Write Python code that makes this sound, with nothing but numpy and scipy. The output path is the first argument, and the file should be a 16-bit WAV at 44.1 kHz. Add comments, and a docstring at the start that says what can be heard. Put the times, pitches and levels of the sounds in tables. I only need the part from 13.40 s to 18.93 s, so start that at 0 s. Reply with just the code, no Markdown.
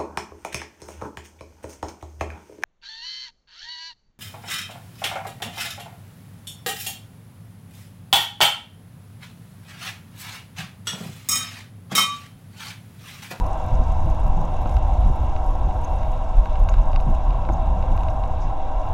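"""Low wind thumps and flutters right on the port of a microphone mounted on a moving bicycle. Under it the
tyres, rolling on smooth lakeside asphalt, hum through the frame and the mount. Close by, the chain sizzles and
ticks over the sprocket teeth and a loose fitting rattles. The frame takes a hard knock, the wheel jolts over a
crack, and in the second half a pedal clicks once a crank turn."""
import sys
import numpy as np
from scipy import signal
from scipy.fft import rfft, irfft
from scipy.io import wavfile
from scipy.ndimage import uniform_filter1d

SR = 44100
rng = np.random.default_rng(int(sys.argv[2]) if len(sys.argv) > 2 else 0)


def inscribe(sig):
    """Save sig as 16-bit PCM at rate SR to the path in sys.argv[1].

    A 1-D sig is mono; a 2-D sig holds one channel per row.
    Samples are clipped to [-1, 1] before scaling.
    """
    pcm = np.round(np.clip(np.atleast_2d(sig).T, -1, 1) * 32767)
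    wavfile.write(sys.argv[1], SR, pcm.astype(np.int16))


N = 243873
TIME = np.arange(N) / SR

# Wind on the port between thumps. Each row: time in seconds, buffet, flutter and rush levels in dB.
WIND_LEVELS = [(0, -17, -28.5, -32.5), (.2, -25.5, -29, -44), (.35, -23.5, -22, -38),
               (.95, -13, -29.5, -35), (1.3, -23, -26.5, -39), (1.6, -21, -29.5, -39),
               (2.0, -19.5, -31.5, -42), (2.6, -20.5, -28.5, -39.5), (2.85, -19.5, -31, -43),
               (3.35, -19, -27.5, -39.5), (3.8, -18, -30, -41), (4.3, -20, -25, -34.5),
               (5.0, -22, -27.5, -41), (5.3, -20.5, -41.5, -48), (5.53, -21.5, -26, -44.5)]
# The wind's highest band between thumps. Each row: time in seconds, level in dB.
UPPER_RUSH_LEVELS = [(0.0, -42), (0.34, -47), (0.52, -43.5), (1.15, -42), (1.45, -44.5), (1.8, -42),
                     (1.96, -43), (2.2, -41.5), (2.39, -43), (2.59, -46), (3.73, -44), (4.28, -42.5),
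                     (4.84, -45.5), (5.53, -44)]
# Four wind bands, deepest first. Each row: frequency in Hz, relative density in dB.
BUFFET_SPECTRUM = [(8, 8.5), (14, -3), (27, 2.5), (43, -2), (68, -12), (110, -25.5), (200, -90)]
FLUTTER_SPECTRUM = [(40, -15), (65, 7.5), (85, 1.5), (130, -9.5), (200, -67)]
RUSH_SPECTRUM = [(90, -7.5), (140, -0.5), (190, -6), (240, -12.5), (330, -28)]
UPPER_RUSH_SPECTRUM = [(150, -35), (215, -2.5), (320, -1.5), (430, -10), (700, -13.5)]
# Eddies hitting the port. Each row: centre and half length in seconds, pitch in Hz,
# then swing, flutter and rush levels in dB.
EDDIES = [(0.338, 0.013, 37, -12, -26, -32), (0.405, 0.013, 31, -10.5, -33, -27),
          (0.51, 0.015, 34, -14, -28, -52), (0.684, 0.027, 22, -19, -22.5, -30.5),
          (0.837, 0.028, 41, -13.5, -31, -39), (0.874, 0.013, 22, -15, -34, -52),
          (0.965, 0.025, 20.0, -11, -40, -45), (1.004, 0.036, 20, -16.5, -48, -28),
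          (1.367, 0.014, 52, -11, -18, -42), (1.44, 0.013, 27, -12.5, -17, -37),
          (1.527, 0.013, 46, -13, -27, -50), (1.597, 0.015, 44, -15, -21, -48),
          (1.655, 0.029, 45.6, -14.4, -17.5, -42), (1.691, 0.027, 27, -12.5, -19.5, -29),
          (1.837, 0.021, 54, -19.5, -19, -40), (2.091, 0.028, 30.2, -13, -46, -58),
          (2.26, 0.017, 43, -14.5, -24, -29), (2.532, 0.015, 34, -18, -22, -35),
          (2.989, 0.015, 35.7, -6, -30, -51), (3.223, 0.019, 33.4, -8.5, -34, -53),
          (3.332, 0.018, 36.5, -10.5, -32, -48), (3.397, 0.015, 34.5, -8.5, -38, -46),
          (3.474, 0.018, 16.7, -12, -39, -42), (3.556, 0.028, 27.5, -13.5, -40, -39),
          (3.68, 0.015, 32, -9, -35, -29), (3.69, 0.025, 25.5, -12, -34, -27.5),
          (3.728, 0.024, 27.0, -11.1, -43, -45), (3.889, 0.025, 37.4, -14, -32, -33.5),
          (4.133, 0.02, 43, -18, -22, -31), (4.524, 0.017, 28, -11.5, -45, -31.5),
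          (4.595, 0.02, 35, -18.0, -26, -49), (5.061, 0.026, 27, -18, -39, -35),
          (5.385, 0.018, 37, -18.5, -44, -56)]

# The rolling bicycle. Each row: time in seconds, tyre hum level and chain reference level in dB.
ROLLING_LEVELS = [(0, -32.5, -61), (.35, -33.5, -65), (.7, -34.5, -69.5), (1.05, -33, -71),
                  (1.3, -33.5, -63), (1.75, -34.5, -69), (2.5, -34, -65.5), (3.0, -35, -72.5),
                  (3.5, -34, -69), (4.0, -34, -73), (4.5, -33, -66), (4.75, -33.5, -68), (5.0, -34.5, -72),
                  (5.25, -35, -76), (5.53, -33, -66)]
# Resonances of frame and mount, of the frame's strongest pair, and of thin fittings.
# Each row: frequency in Hz, width in Hz, relative gain in dB.
FRAME_MODES = [(517.8, 42, -3.5), (569, 75, -10), (637, 91, 0), (848, 57, -3), (917.6, 75, -2.5),
               (983, 147, -4), (1078.4, 61, -8), (1310, 110, -15), (1566, 150, -20.5)]
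FRAME_TONE_MODES = [(743, 40.4, 1), (783, 44, 0)]
FITTING_MODES = [(1960, 76, -1), (2223, 440, -1.5), (2732, 295, 3), (3350, 740, -4.5), (3746, 390, -4)]
# Tone of that strongest pair, and tread hiss. Each row: time in seconds, level in dB.
FRAME_TONE_LEVELS = [(0.0, -42), (0.12, -34), (0.49, -38.5), (0.51, -35), (0.82, -42), (0.88, -36),
                     (1.48, -35), (1.52, -29.5), (1.56, -33.5), (1.82, -39), (2.05, -32), (2.11, -39.5),
                     (2.29, -36), (2.32, -29.5), (2.42, -45), (2.45, -34.5), (3.11, -41), (3.13, -36),
                     (3.4, -40.5), (3.42, -45), (3.49, -35.5), (4.03, -38), (4.07, -45), (4.1, -32.5),
                     (4.34, -36.5), (4.85, -34.5), (5.08, -41), (5.1, -33), (5.44, -36.5), (5.53, -38)]
TREAD_LEVELS = [(0.0, -53), (0.98, -55.5), (1.2, -53.5), (1.88, -56.5), (2.68, -54), (2.86, -56),
                (4.31, -56), (4.5, -54), (4.91, -56.5), (5.53, -54.5)]

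# Chain travel over the sprocket. Each row: time in seconds, teeth passed.
CHAIN_TRAVEL = [(0, -.01), (.9, 20.43), (2.1, 47.78), (3.6, 82.3), (5.53, 126.5)]
# The crispest chain ticks. Each row: start in seconds, level in dB.
CHAIN_SNAPS = [(0.0638, -49), (0.2628, -59), (0.3496, -63), (0.4389, -59), (0.5192, -53), (0.6125, -60),
               (0.6574, -54), (0.6853, -57), (0.6996, -50), (0.7462, -57), (0.7991, -52), (0.8345, -58),
               (0.8659, -58), (0.8789, -55), (0.9218, -59), (0.9677, -54), (1.0116, -54), (1.0515, -54),
               (1.2181, -53), (1.2945, -56), (1.3119, -54), (1.3513, -56), (1.5369, -56), (1.6761, -59),
               (1.7584, -53), (1.8312, -57), (2.0438, -59), (2.0622, -52), (2.1066, -55), (2.1505, -59),
               (2.4144, -56), (2.4448, -59), (2.6748, -62), (2.7177, -58), (2.9677, -55), (3.057, -58.5),
               (3.194, -54), (3.2864, -52), (3.3393, -55), (3.4087, -61), (3.42, -57), (3.456, -61),
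               (3.6077, -50.5), (3.7005, -54), (3.7304, -57), (3.7444, -57), (4.125, -60), (4.3894, -58),
               (4.5171, -54), (4.5665, -54), (4.6049, -59), (4.799, -58)]
# Edges in Hz of the chain's treble bands.
CHAIN_EDGES_HZ = [3000, 5500, 7500, 9000, 10500, 12000, 13300, 15000]
# Metal noises of chain, fitting and pedal. Each row: frequency in Hz, relative density in dB.
TICK_SPECTRUM = [(4000, -17), (6000, 13), (8000, 0), (11000, -2), (13500, -4), (14800, -11)]
SNAP_SPECTRUM = [(3500, -24), (5000, -5), (6500, 6), (8000, -5), (11000, -1.5), (13500, -1), (14800, -6)]
HISS_SPECTRUM = [(2470, -30), (4200, -8), (5400, -1.5), (6130, -2), (6480, -2), (7800, -8.5), (8500, -16),
                 (11000, -30), (18700, -120)]
SIZZLE_SPECTRUM = [(6500, -7), (7800, -4), (9300, -6), (10700, -1.5), (12500, -8.5), (13600, -1),
                   (14800, -33)]
WHIRR_SPECTRUM = [(6500, -11), (7800, -4), (9500, 1), (11000, 0), (12300, -8), (13200, -30)]
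RUB_SPECTRUM = [(4000, -15), (4700, -3), (6000, -1), (7200, -7), (8500, -27)]

# Knocks of the loose fitting. Each row: time in seconds, then blow, bright crack,
# extra on the low modes and extra on the high modes, all in dB.
KNOCKS = [(1.2574, -62, -62, -4, -3), (1.293, -63, -63, 1, 0), (1.367, -57, -51, 6, 7),
          (1.963, -57.5, -65, 5, -1), (2.309, -63, -66, 2, 0), (2.631, -64, -61, 9, 0),
          (3.0566, -58, -71, 9.5, -9), (3.1555, -60, -65, 8, 13), (3.2876, -50.5, -61, 4.5, -6),
          (3.3393, -57, -52, 10.5, -2), (3.383, -62, -58, -2, 2), (3.531, -58.5, -77, -5, 19),
          (3.552, -65, -69, 2, 2), (3.56, -48.5, -67, -2, 21), (3.565, -72, -70, -3, 0),
          (3.6008, -58, -57, -9, -3), (3.75, -64, -52, -5, 0), (3.906, -58, -67, -10, 14),
          (4.051, -60.5, -74, 3, -3), (4.088, -67, -70, 13, -3), (4.4255, -59, -64, 4, -3),
          (4.5759, -58.5, -56, -4, -3), (4.606, -62, -57, -3, -5), (4.633, -59, -53, -3, -5),
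          (4.6849, -55.5, -64, -3, -2), (4.837, -58, -68, -5, -6)]
# Hard blows on the frame: a knock near 1.26 s, then the wheel meeting a crack and rebounding. Each row: start
# in seconds, blow in dB, contact cutoff in Hz.
FRAME_BLOWS = [(1.2591, -35, 1500), (4.09, -31.5, 2430), (4.0985, -33, 1000)]
# Pedal clicks. Each row: start and swell time in seconds, rub level and ringing drive in dB.
PEDAL_CLICKS = [(2.441, 0.0025, -65, -59.5), (3.291, 0.0017, -61, -56), (4.122, .002, -60, -72),
                (4.133, 0.0022, -67, -63), (5.003, 0.019, -56, -82)]
# Ringing of the loose fitting, the jolted frame and the pedal.
# Each row: frequency in Hz, gain in dB, time to fall 60 dB in seconds.
KNOCK_MODES = [(1580, 0.5, 0.023), (2230, -1, 0.012), (2530, 5, 0.014), (2788, 7, 0.012),
               (3695, 2.5, 0.018), (4590, -20, 0.0083), (4810, -29, 0.007)]
JOLT_MODES = [(320, -12.5, 0.033), (530, -44, 0.027), (690, -40, 0.034), (772, -12.5, 0.032),
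              (945, -10, 0.021), (1050, -25, 0.022), (1290, -22.5, 0.059), (1450, -32.5, 0.052),
              (2120, -22, 0.021), (2700, -30, .012)]
CLICK_MODES = [(6330, 0.5, 0.014), (6700, -13, 0.056)]


def wind():
    """Right at the microphone, big eddies thump the port with a pitched swing; small ones flutter."""
    upper_offset_db, buffet_duck = -10.5, 0.77
    band_power = from_db(in_time(WIND_LEVELS) + in_time(UPPER_RUSH_LEVELS)) ** 2
    swings, covered = 0, 0
    for at, half_s, hz, swing_db, flutter_db, rush_db in EDDIES:
        shape = np.exp(-((TIME - at) / half_s) ** 2)
        swing = np.sin(2 * np.pi * (hz * (TIME - at) + rng.random()))
        swings += from_db(swing_db) * np.sqrt(2 * shape) * swing
        covered = np.maximum(covered, np.sqrt(shape))   # the swing displaces the steady buffet
        band_power[1:] += from_db([flutter_db, rush_db, rush_db + upper_offset_db])[:, None] ** 2 * shape
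    buffet = (1 - buffet_duck * covered) * evened(coloured(BUFFET_SPECTRUM), seconds=0.11, share=0.45)
    flutter = evened(coloured(FLUTTER_SPECTRUM), seconds=0.061, share=0.2)
    rush = from_db(0.5 * drift(9.5)) * evened(coloured(RUSH_SPECTRUM), seconds=0.057, share=0.11)
    upper_rush = evened(coloured(UPPER_RUSH_SPECTRUM), seconds=0.016, share=0.36)
    return swings + np.sum(np.sqrt(band_power) * [buffet, flutter, rush, upper_rush], axis=0)


def tyres(hum_db):
    """Asphalt grain hums up through the frame to the microphone and hisses in the thin fittings."""
    hum = evened(resonant_noise(FRAME_MODES, waver_db=1.13, waver_hz=5.1), seconds=0.073, share=0.1)
    tone = evened(resonant_noise(FRAME_TONE_MODES, waver_db=1, waver_hz=6.5), seconds=0.099, share=1)
    tread = resonant_noise(FITTING_MODES, waver_db=1.5, waver_hz=79)
    tone_db = in_time(FRAME_TONE_LEVELS)[0]
    tread_db = in_time(TREAD_LEVELS)[0] + drift(4.8)
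    return from_db(hum_db) * hum + from_db(tone_db) * tone + from_db(tread_db) * tread


def chain_ticks(chain_db):
    """Each roller ticks onto a tooth, with a weaker tick half-way to the next; crisp snaps stand out."""
    tooth_db, halfway_db, spread_db, slack_s = 9, 8, 3.5, 0.0013
    times, teeth = np.transpose(CHAIN_TRAVEL)
    half_steps = np.arange(1, 252)
    timing, force = rng.standard_normal((len(half_steps), 2)).T
    starts = np.interp(half_steps / 2, teeth, times) + slack_s * timing
    tick_db = np.where(half_steps % 2, halfway_db, tooth_db) + spread_db * force
    steady = from_db(chain_db) * bursts(starts, tick_db, coloured(TICK_SPECTRUM), t60=0.013)
    snap_noise = evened(coloured(SNAP_SPECTRUM), seconds=0.002, share=0.6)
    return steady + bursts(*np.transpose(CHAIN_SNAPS), snap_noise, t60=0.028)


def chain_sizzle(chain_db):
    """Random flicker roughens a hiss and a clustered sizzle over an even whirr."""
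    flickers_per_s, spread_db, patch_db, sizzle_offset_db = 150, 2.5, 2.5, -7
    bands = in_bands(coloured(SIZZLE_SPECTRUM))
    contacts = rng.random((len(bands) + 1, N)) < flickers_per_s / SR
    force = from_db(spread_db * rng.standard_normal(N))
    hiss_flicker, *band_flickers = 1 + dying(contacts * force, t60=0.0088)
    hiss_db = -64 - 0.74 * TIME + drift(35)   # hiss and whirr both fade slowly
    hiss = from_db(hiss_db) * hiss_flicker * coloured(HISS_SPECTRUM)
    sizzle = sum(from_db(patch_db * drift(30)) * flicker * band
                 for flicker, band in zip(band_flickers, bands))
    sizzle_db = chain_db + sizzle_offset_db + 1.5 * drift(7.4) + 2 * drift(34)
    whirr_db = -78 - 0.7 * TIME + 1.2 * drift(25)
    return hiss + from_db(sizzle_db) * sizzle + from_db(whirr_db) * coloured(WHIRR_SPECTRUM)


def loose_fitting():
    """A nearby fitting knocks, rebounds and thuds into the frame, with faint chatter throughout."""
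    lag_s, rebound_s, rebound_db, thud_db = 0.000797, 0.00165, -10.5, -2
    low_hz, high_hz, chatter_per_s = 2300, 4000, 40
    times, knock_db, crack_db, low_db, high_db = np.transpose(KNOCKS)
    starts = times + lag_s
    contacts = rng.random(N) < chatter_per_s / SR
    chatter = contacts * from_db(-88 + 3.7 * np.minimum(rng.exponential(1, N), 2))
    ringing = 0
    for hz, mode_db, t60 in KNOCK_MODES:
        # Each knock lands on its own spot and favours different modes.
        blow_db = knock_db + low_db * (hz < low_hz) + high_db * (hz > high_hz)
        blows = clicks_at(starts, blow_db) - clicks_at(starts + rebound_s, blow_db + rebound_db)
        ringing += from_db(mode_db) * ring(blows + chatter, hz, t60)
    crack = dying(clicks_at(starts, crack_db), t60=0.026) * coloured(HISS_SPECTRUM)
    thud = ring(soft(clicks_at(starts, knock_db + thud_db), cutoff_hz=1500), hz=1095, t60=0.047)
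    return soft(ringing, cutoff_hz=5500) + crack + thud


def frame_blows():
    """A hard knock and a crack in the asphalt jolt the frame under the microphone."""
    blows = sum(soft(clicks_at([start], db), cutoff_hz) for start, db, cutoff_hz in FRAME_BLOWS)
    return -strike(blows, JOLT_MODES)


def pedal():
    """Down at the crank, a short rub swells, dies and sets a high part ringing."""
    rub, drive = 0, 0
    for start, swell_s, rub_db, drive_db in PEDAL_CLICKS:
        age = np.maximum(TIME - start, 0) / swell_s
        shape = age * np.exp(1 - age)
        rub += from_db(rub_db) * shape
        drive += from_db(drive_db) * shape
    return rub * coloured(RUB_SPECTRUM) + strike(drive * rng.standard_normal(N), CLICK_MODES)


def from_db(db):
    """Decibels to gain."""
    return 10 ** (np.asarray(db) / 20)


def rms_one(x):
    """Scale to unit rms."""
    return x / np.sqrt(np.mean(x ** 2) + 1e-20)


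def in_time(rows):
    """One curve per column after the time column, one value a sample."""
    times, *columns = np.transpose(rows)
    return [np.interp(TIME, times, column) for column in columns]


def drift(hz):
    """Random wander, mostly slower than hz; rms 1."""
    hop, settle = 40, 2000
    pole = np.exp(-2 * np.pi * hz * hop / SR)
    white = rng.standard_normal(N // hop + settle + 2)
    slow = signal.lfilter([1], [1, -2 * pole, pole * pole], white)[settle:]
    return np.interp(np.arange(N) / hop, np.arange(len(slow)), rms_one(slow))


def coloured(spectrum):
    """Noise with a given spectrum; rms 1."""
    hz, db = np.transpose(spectrum)
    bin_hz = np.maximum(np.arange(N // 2 + 1) * SR / N, 1)
    gain = from_db(np.interp(np.log(bin_hz), np.log(hz), db, left=-60, right=-90))
    return rms_one(irfft(rfft(rng.standard_normal(N)) * gain, N))


def evened(x, seconds, share):
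    """Even out a share of the chance swells; rms 1."""
    local_power = uniform_filter1d(x ** 2, int(seconds * SR)) + 1e-9
    return rms_one(x / local_power ** (share / 2))


def resonant_noise(modes, waver_db, waver_hz):
    """Rough contact noise through parallel steep resonances, each wavering in level; rms 1."""
    white, out = rng.standard_normal((2, N)), 0
    for k, (hz, width, db) in enumerate(modes):
        r = np.exp(-np.pi * width / SR)
        section = [(1 - r * r) / 2, 0, (r * r - 1) / 2, 1, -2 * r * np.cos(2 * np.pi * hz / SR), r * r]
        out += from_db(db + waver_db * drift(waver_hz)) * signal.sosfilt([section] * 2, white[k % 2])
    return rms_one(out)


def clicks_at(starts, db):
    """Single-sample clicks at times in seconds."""
    out = np.zeros(N)
    out[np.clip(np.round(np.asarray(starts) * SR).astype(int), 0, N - 1)] = from_db(db)
    return out


def soft(clicks, cutoff_hz):
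    """A yielding contact has no treble; the gain keeps a click near its height."""
    lowpass = signal.butter(6, cutoff_hz, fs=SR, output="sos")
    return signal.sosfilt(lowpass, clicks + 1e-18) * SR / (2 * cutoff_hz)


def ring(clicks, hz, t60):
    """A unit click sets a sine of height 1 ringing."""
    r, w = from_db(-60 / (t60 * SR)), 2 * np.pi * hz / SR
    return signal.lfilter([0, np.sin(w)], [1, -2 * r * np.cos(w), r * r], clicks + 1e-18)


def strike(drive, modes):
    """All modes of a body ring from one drive."""
    return sum(from_db(db) * ring(drive, hz, t60) for hz, db, t60 in modes)


def dying(clicks, t60):
    """An envelope that jumps at each click and dies away."""
    return signal.lfilter([1], [1, -from_db(-60 / (t60 * SR))], clicks + 1e-18)


def in_bands(x):
    """The chain's treble, split into neighbouring bands."""
    hz, spectrum = np.arange(N // 2 + 1) * SR / N, rfft(x)
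    return [irfft(spectrum * (hz >= low) * (hz < high), N)
            for low, high in zip(CHAIN_EDGES_HZ, CHAIN_EDGES_HZ[1:])]


def bursts(starts, db, noise, t60, colour_db=3.5):
    """Dying bursts of noise, each with its own random balance of bands."""
    bands = in_bands(noise)
    colours = colour_db * rng.standard_normal((len(starts), len(bands)))
    return sum(dying(clicks_at(starts, db + colour), t60) * band
               for colour, band in zip(colours.T, bands))


def scene():
    """Wind and bicycle, all close to one microphone riding along."""
    hum_db, chain_db = in_time(ROLLING_LEVELS)
    mix = wind() + tyres(hum_db) + chain_ticks(chain_db) + chain_sizzle(chain_db)
    return (mix + loose_fitting() + frame_blows() + pedal())[None]


def record(dry):
    """A steep low-pass takes off the highest treble."""
    stopband_db, stopband_hz = 70, 14870
    return signal.sosfilt(signal.cheby2(12, stopband_db, stopband_hz, fs=SR, output="sos"), dry)


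dry = scene()
out = record(dry)
inscribe(out)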